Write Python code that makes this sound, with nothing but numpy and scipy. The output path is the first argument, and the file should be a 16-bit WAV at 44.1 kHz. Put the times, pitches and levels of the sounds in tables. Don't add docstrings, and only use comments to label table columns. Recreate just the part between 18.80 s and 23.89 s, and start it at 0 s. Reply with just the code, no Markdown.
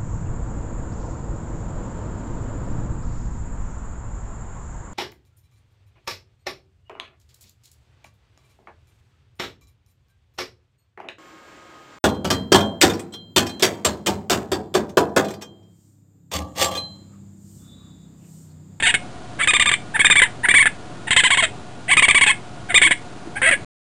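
import sys
import numpy as np
from scipy import signal
from scipy.fft import rfft, irfft
from scipy.io import wavfile
from scipy.ndimage import uniform_filter1d

SR = 44100
rng = np.random.default_rng(int(sys.argv[2]) if len(sys.argv) > 2 else 0)


def persist_wave(psi):
    counts = np.round(np.clip(psi, -1, 1) * 32767).astype(np.int16)
    wavfile.write(sys.argv[1], SR, np.atleast_2d(counts).T)


def gain_from_decibels(decibels):
    exponent = np.asarray(decibels, float) / 20
    return 10 ** exponent


N = 224424

# (start [s], length [ms], top pitch [Hz], level [dB], fundamental re overtones [dB])
YELPS = [(0.024, 38, 930, -16.5, -21), (0.08, 27.4, 953, -16.5, -19.5), (0.621, 23.5, 1138, -18.5, -17),
         (0.673, 36, 1241, -14.5, -11.5), (0.734, 35, 1202, -15, -11.5), (0.796, 30.3, 1204, -13.5, -13),
         (0.857, 38.3, 1202, -15.5, -10), (0.914, 27.2, 1185, -15, -13.5), (1.137, 32, 919, -17.5, -13),
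         (1.192, 24.5, 1124, -12.5, -20.5), (1.245, 24, 1217, -9.5, -19), (1.299, 28, 1217, -10, -16.5),
         (1.355, 45.8, 1155, -12, -21), (1.417, 22.4, 1033, -11, -21), (1.44, 19.8, 929, -22.5, -14.5),
         (1.631, 27, 970, -14, -16), (1.685, 32.3, 1182, -11, -23.5), (1.739, 48, 1151, -10.5, -22),
         (1.789, 40.6, 1124, -12, -19), (1.856, 19.2, 902, -13, -20.5), (2.306, 27.4, 1070, -15, -19),
         (2.363, 41.6, 1069, -12, -19.5), (2.435, 39.5, 1041, -14, -16), (2.503, 46, 1124, -15.5, -11.5),
         (2.571, 38, 1105, -16.5, -11.5), (3.111, 27, 1149, -12.5, -12), (3.168, 28.7, 1249, -10.5, -12),
         (3.222, 32, 1149, -11.5, -13), (3.282, 31.5, 1202, -10.5, -14.5),
         (3.345, 40.2, 1153, -12.5, -13.5), (3.41, 31.4, 1119, -12.5, -13),
         (3.491, 23.8, 1092, -14.5, -13.5), (3.942, 39.8, 1226, -9.5, -20),
         (4.034, 41.5, 1130, -12.5, -17.5)]
# (start [s], length [ms], first pitch [Hz], last pitch [Hz], level [dB], fundamental re overtones [dB])
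SLIDES = [(0, 2.36, 867, 800, -18.5, -11.5), (0.066, 11.3, 687.5, 733, -12.5, -22.5),
          (0.14, 15.3, 777, 715.7, -15, -20.5), (0.586, 34, 523, 667, -18.5, -21.5),
          (2.268, 20, 919.3, 860, -22, -14), (2.624, 27.7, 660, 616, -15, -11.5),
          (3.078, 33, 589, 851, -16.5, -15.5), (3.463, 32, 785, 870, -14, -18),
          (3.885, 37, 777, 670, -21.5, -11), (4.015, 20, 1064, 1104, -10.5, -30.5),
          (4.108, 18, 1200, 898, -12, -23), (4.553, 29, 739.7, 870, -24.5, -10),
          (4.617, 49, 484.4, 549, -16.5, -17.5), (4.664, 37.2, 630, 702.4, -13, -15.5),
          (4.71, 33, 635, 520, -14.5, -16)]
# (in force from [s], slope below 2 kHz [dB/octave], slope above [dB/octave], lift near 3.6 kHz [dB],
#  arch flatness [exponent], pitch at a yelp's start [share of its top])
BURSTS = [(0, 9.5, 8.5, -3.5, 2.2, .79), (.5, -11, 8.5, -2, 4.5, .63), (1.1, -7, -6.5, 9.5, 4., 0.57),
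          (1.6, -2, -12.5, 8, 2.69, 0.65), (2.2, 0, 8.5, 0.5, 2.3, 0.58), (3, 30, 3, -9, 3., .7),
          (3.8, 3.5, -1.5, 7, 2.3, .7), (4.5, 8, -7.5, -6.5, 3.22, 0.68)]
# (centre [Hz], width [Hz], gain [dB])
THROAT = [(1733, 550, 3.5), (2228, 946, 1.5), (3153, 818, -4.5), (3638, 537, -9), (4840, 1900, -31)]
# (centre [Hz], width [Hz], relative gain [dB])
PIPE = [(800, 340, -6), (1688, 35, -1.5), (2062, 680, -5), (3250, 1760, -2.5)]
# (frequency [Hz], relative density [dB])
BACKGROUND = [(15, -69.5), (25, -12), (33, -18), (118, -5), (355, -10.5), (509, -17), (730, -13),
              (798, -17), (1470, -22), (2050, -28), (5400, -30), (7020, -70.5), (11900, -120)]
# (mean frequency [Hz], mean level [dB rms])
WHINE = [(113.0, -49.5), (721.4, -50), (1437, -55)]
# (start [s], peak before decay [dB], frequency [Hz], decay constant [s])
KNOCKS = [(4.061, -23.5, 325, 0.018), (4.473, -21.5, 325, 0.0078)]

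END_SHARE, SLUR_SHARE, LEAD_START_SHARE, LEAD_END_SHARE = .77, .75, .8, .68
LEAD_FLAT = 2.1
CLEAR_HZ, YELP_ROUGH, ROUGH_PER_OCTAVE, SLIDE_ROUGH = 1200, .06, .25, .28
SLUR_S, PAUSE_S = .008, .1
FADE_S = .0023
EARLY_DB, EARLY_T60_S, ECHO_DB, ECHO_T60_S = -10, .05, -20, .2
BACKGROUND_DB = -38
OFFSET, STEPS_PER_UNIT = -.0126, 128
STOP_S = 4.8468


def resonate(x, peaks):
    out = 0
    for k, (hz, width_hz, db) in enumerate(peaks):
        b, a = signal.iirpeak(hz, hz / width_hz, fs=SR)
        out = out + (-1) ** k * gain_from_decibels(db) * signal.lfilter(b, a, x)
    return out


def wobble(hz):
    x = signal.sosfilt(signal.butter(2, hz, fs=SR, output="sos"), rng.standard_normal(N))
    return x / x.std()


def vocal_controls():
    hz, rough, size, hum_db, below_db, above_db, lift_db, snap = np.zeros((8, N))
    cries = sorted(YELPS + SLIDES)
    starts = [row[0] for row in cries] + [N]
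    ends = [0] + [row[0] + row[1] / 1000 for row in cries]
    for k, cry in enumerate(cries):
        start_s, length_ms = max(cry[0], 0), cry[1]
        mouth = [burst for burst in BURSTS if burst[0] <= start_s][-1]
        _, below, above, lift, flat, start_share = mouth
        a = int(start_s * SR)
        u = np.linspace(-1, 1, int(length_ms * SR / 1000))
        b = a + len(u)
        tail = slice(b, b + 1500)
        gap_before_s = start_s - ends[k]
        gap_after_s = starts[k + 1] - ends[k + 1]
        leads = gap_before_s > PAUSE_S
        if cry in YELPS:
            top_hz, db, fundamental_db = cry[2:]
            if leads:
                first, last, flat = LEAD_START_SHARE, LEAD_END_SHARE, LEAD_FLAT
            else:
                first = start_share if gap_before_s > SLUR_S else SLUR_SHARE
                last = END_SHARE
            hz[a:b] = top_hz * np.where(u < 0, first, last) ** (np.abs(u) ** flat)
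            base_rough = max(YELP_ROUGH + ROUGH_PER_OCTAVE * np.log2(CLEAR_HZ / top_hz), 0)
        else:
            first_hz, last_hz, db, fundamental_db = cry[2:]
            hz[a:b] = first_hz * (last_hz / first_hz) ** ((u + 1) / 2)
            base_rough = SLIDE_ROUGH
        unslurred = np.where(u < 0, SLUR_S < gap_before_s < PAUSE_S, gap_after_s > SLUR_S)
        edge = unslurred * np.exp(-((np.abs(u) - .85) / .2) ** 2)
        rough[a:b] = base_rough + .2 * edge
        size[a:b] = gain_from_decibels(db + edge * np.where(u < 0, 1.5, 1.5 - 22 * base_rough))
        if leads:
            size[a:b] *= np.clip((u + 1) / 1.25, 0, 1)
            above -= 7
        elif gap_before_s > SLUR_S:
            snap[a] = gain_from_decibels(db)
        fade = np.exp(-np.arange(1500) / SR / FADE_S)
        hz[tail] = hz[b - 1]
        rough[tail] = base_rough + .3
        size[tail] = size[b - 1] * fade
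        below_db[a:b + 1500] = below
        above_db[a:b + 1500] = above + .5 * (db + 15.5)
        lift_db[a:b + 1500] = lift
        hum_db[a:b] = fundamental_db + 4.5 - 9 * u ** 2
        hum_db[tail] = fundamental_db - 6.5
    hz = uniform_filter1d(hz, size=60)
    size = uniform_filter1d(size, size=40)
    return hz, rough, size, hum_db, below_db, above_db, lift_db, snap


def voice():
    hz, rough, size, hum_db, below_db, above_db, lift_db, snap = vocal_controls()
    scatter = rough * wobble(350)
    phase = 2 * np.pi * np.cumsum(hz * (1 + .2 * scatter)) / SR
    folds = 0
    for k in range(2, 12):
        overtone_hz = k * hz
        octaves = np.log2(np.maximum(overtone_hz, 1) / 2000)
        slope_db = np.where(octaves < 0, below_db, above_db) * octaves
        colour_db = slope_db + lift_db * np.exp(-((overtone_hz - 3620) / 250) ** 2)
        folds = folds + (overtone_hz < 5400) * gain_from_decibels(colour_db) * np.cos(k * phase)
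    air = wobble(1800) + gain_from_decibels(0.54 * above_db + .5 * lift_db - 2.5) * wobble(5400)
    breath = 3.2 * rough ** 2 * (1 + np.cos(phase)) * air
    source = folds * (1 + rough * wobble(230)) + breath
    even = np.sqrt(uniform_filter1d(resonate(source, THROAT) ** 2, size=700) + 1e-9)
    throat = resonate(size * source / even, THROAT)
    steady_phase = 2 * np.pi * np.cumsum(hz * (1 + .1 * scatter)) / SR
    hum = uniform_filter1d(size * gain_from_decibels(hum_db), size=150) * np.sqrt(2) * np.cos(steady_phase)
    puff_decay = np.exp(-1 / (0.0062 * SR))
    puff = gain_from_decibels(-8.5) * signal.lfilter([1], [1, -puff_decay], snap) * wobble(1100)
    return throat + hum + puff


def echo(x):
    t = np.arange(SR // 3) / SR
    response = 0
    for db, t60_s in ((EARLY_DB, EARLY_T60_S), (ECHO_DB, ECHO_T60_S)):
        decay = np.exp(-np.log(1000) * t / t60_s)
        tail = resonate(rng.standard_normal(len(t)) * decay, PIPE)
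        response = response + gain_from_decibels(db) * tail / np.sqrt(np.sum(tail ** 2))
    return signal.fftconvolve(x, response)[:N]


def background():
    f = np.maximum(np.arange(N // 2 + 1) * SR / N, 1)
    hz, db = np.transpose(BACKGROUND)
    colour = gain_from_decibels(np.interp(np.log(f), np.log(hz), db))
    noise = irfft(rfft(rng.standard_normal(N)) * colour, N)
    noise = noise / np.sqrt(np.mean(noise ** 2))
    return gain_from_decibels(BACKGROUND_DB + 0.46 * wobble(3.9)) * noise


def motor():
    out = np.zeros(N)
    for hz, db in WHINE:
        phase = 2 * np.pi * np.cumsum(hz + 4 * wobble(60)) / SR
        out += gain_from_decibels(db + 2 * wobble(12)) * np.sqrt(2) * np.sin(phase)
    return out


def knocks():
    t = np.arange(N) / SR
    out = np.zeros(N)
    for start_s, db, hz, decay_s in KNOCKS:
        envelope = (t > start_s) * np.exp(-np.abs(t - start_s) / decay_s)
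        out += gain_from_decibels(db) * envelope * np.sin(2 * np.pi * hz * (t - start_s))
    return out


def scene():
    call = voice()
    return (call + echo(call) + background() + motor() + knocks())[None]


def low_pass(x):
    return signal.sosfilt(signal.butter(12, 10250, fs=SR, output="sos"), x)


def record(dry):
    x = signal.lfilter(*signal.butter(1, 8, "high", fs=SR), dry + 0.23 * dry ** 2)
    x = 1.28 * np.tanh(x / 1.268)
    x = signal.sosfilt(signal.butter(4, 4900, fs=SR, output="sos"), x)[:, ::4]
    x = np.round((x + OFFSET) * STEPS_PER_UNIT) / STEPS_PER_UNIT
    x = signal.resample_poly(np.repeat(x, 2, axis=1), 2, 1, axis=1)[:, :N]
    x = signal.sosfilt(signal.butter(3, 9600, fs=SR, output="sos"), x)
    x = signal.sosfilt(signal.ellip(10, .3, 70, 10250, fs=SR, output="sos"), x)
    x = np.clip(x, -1, 1) * (np.arange(N) < STOP_S * SR)
    return low_pass(x)


dry = scene()
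out = record(dry)
persist_wave(out)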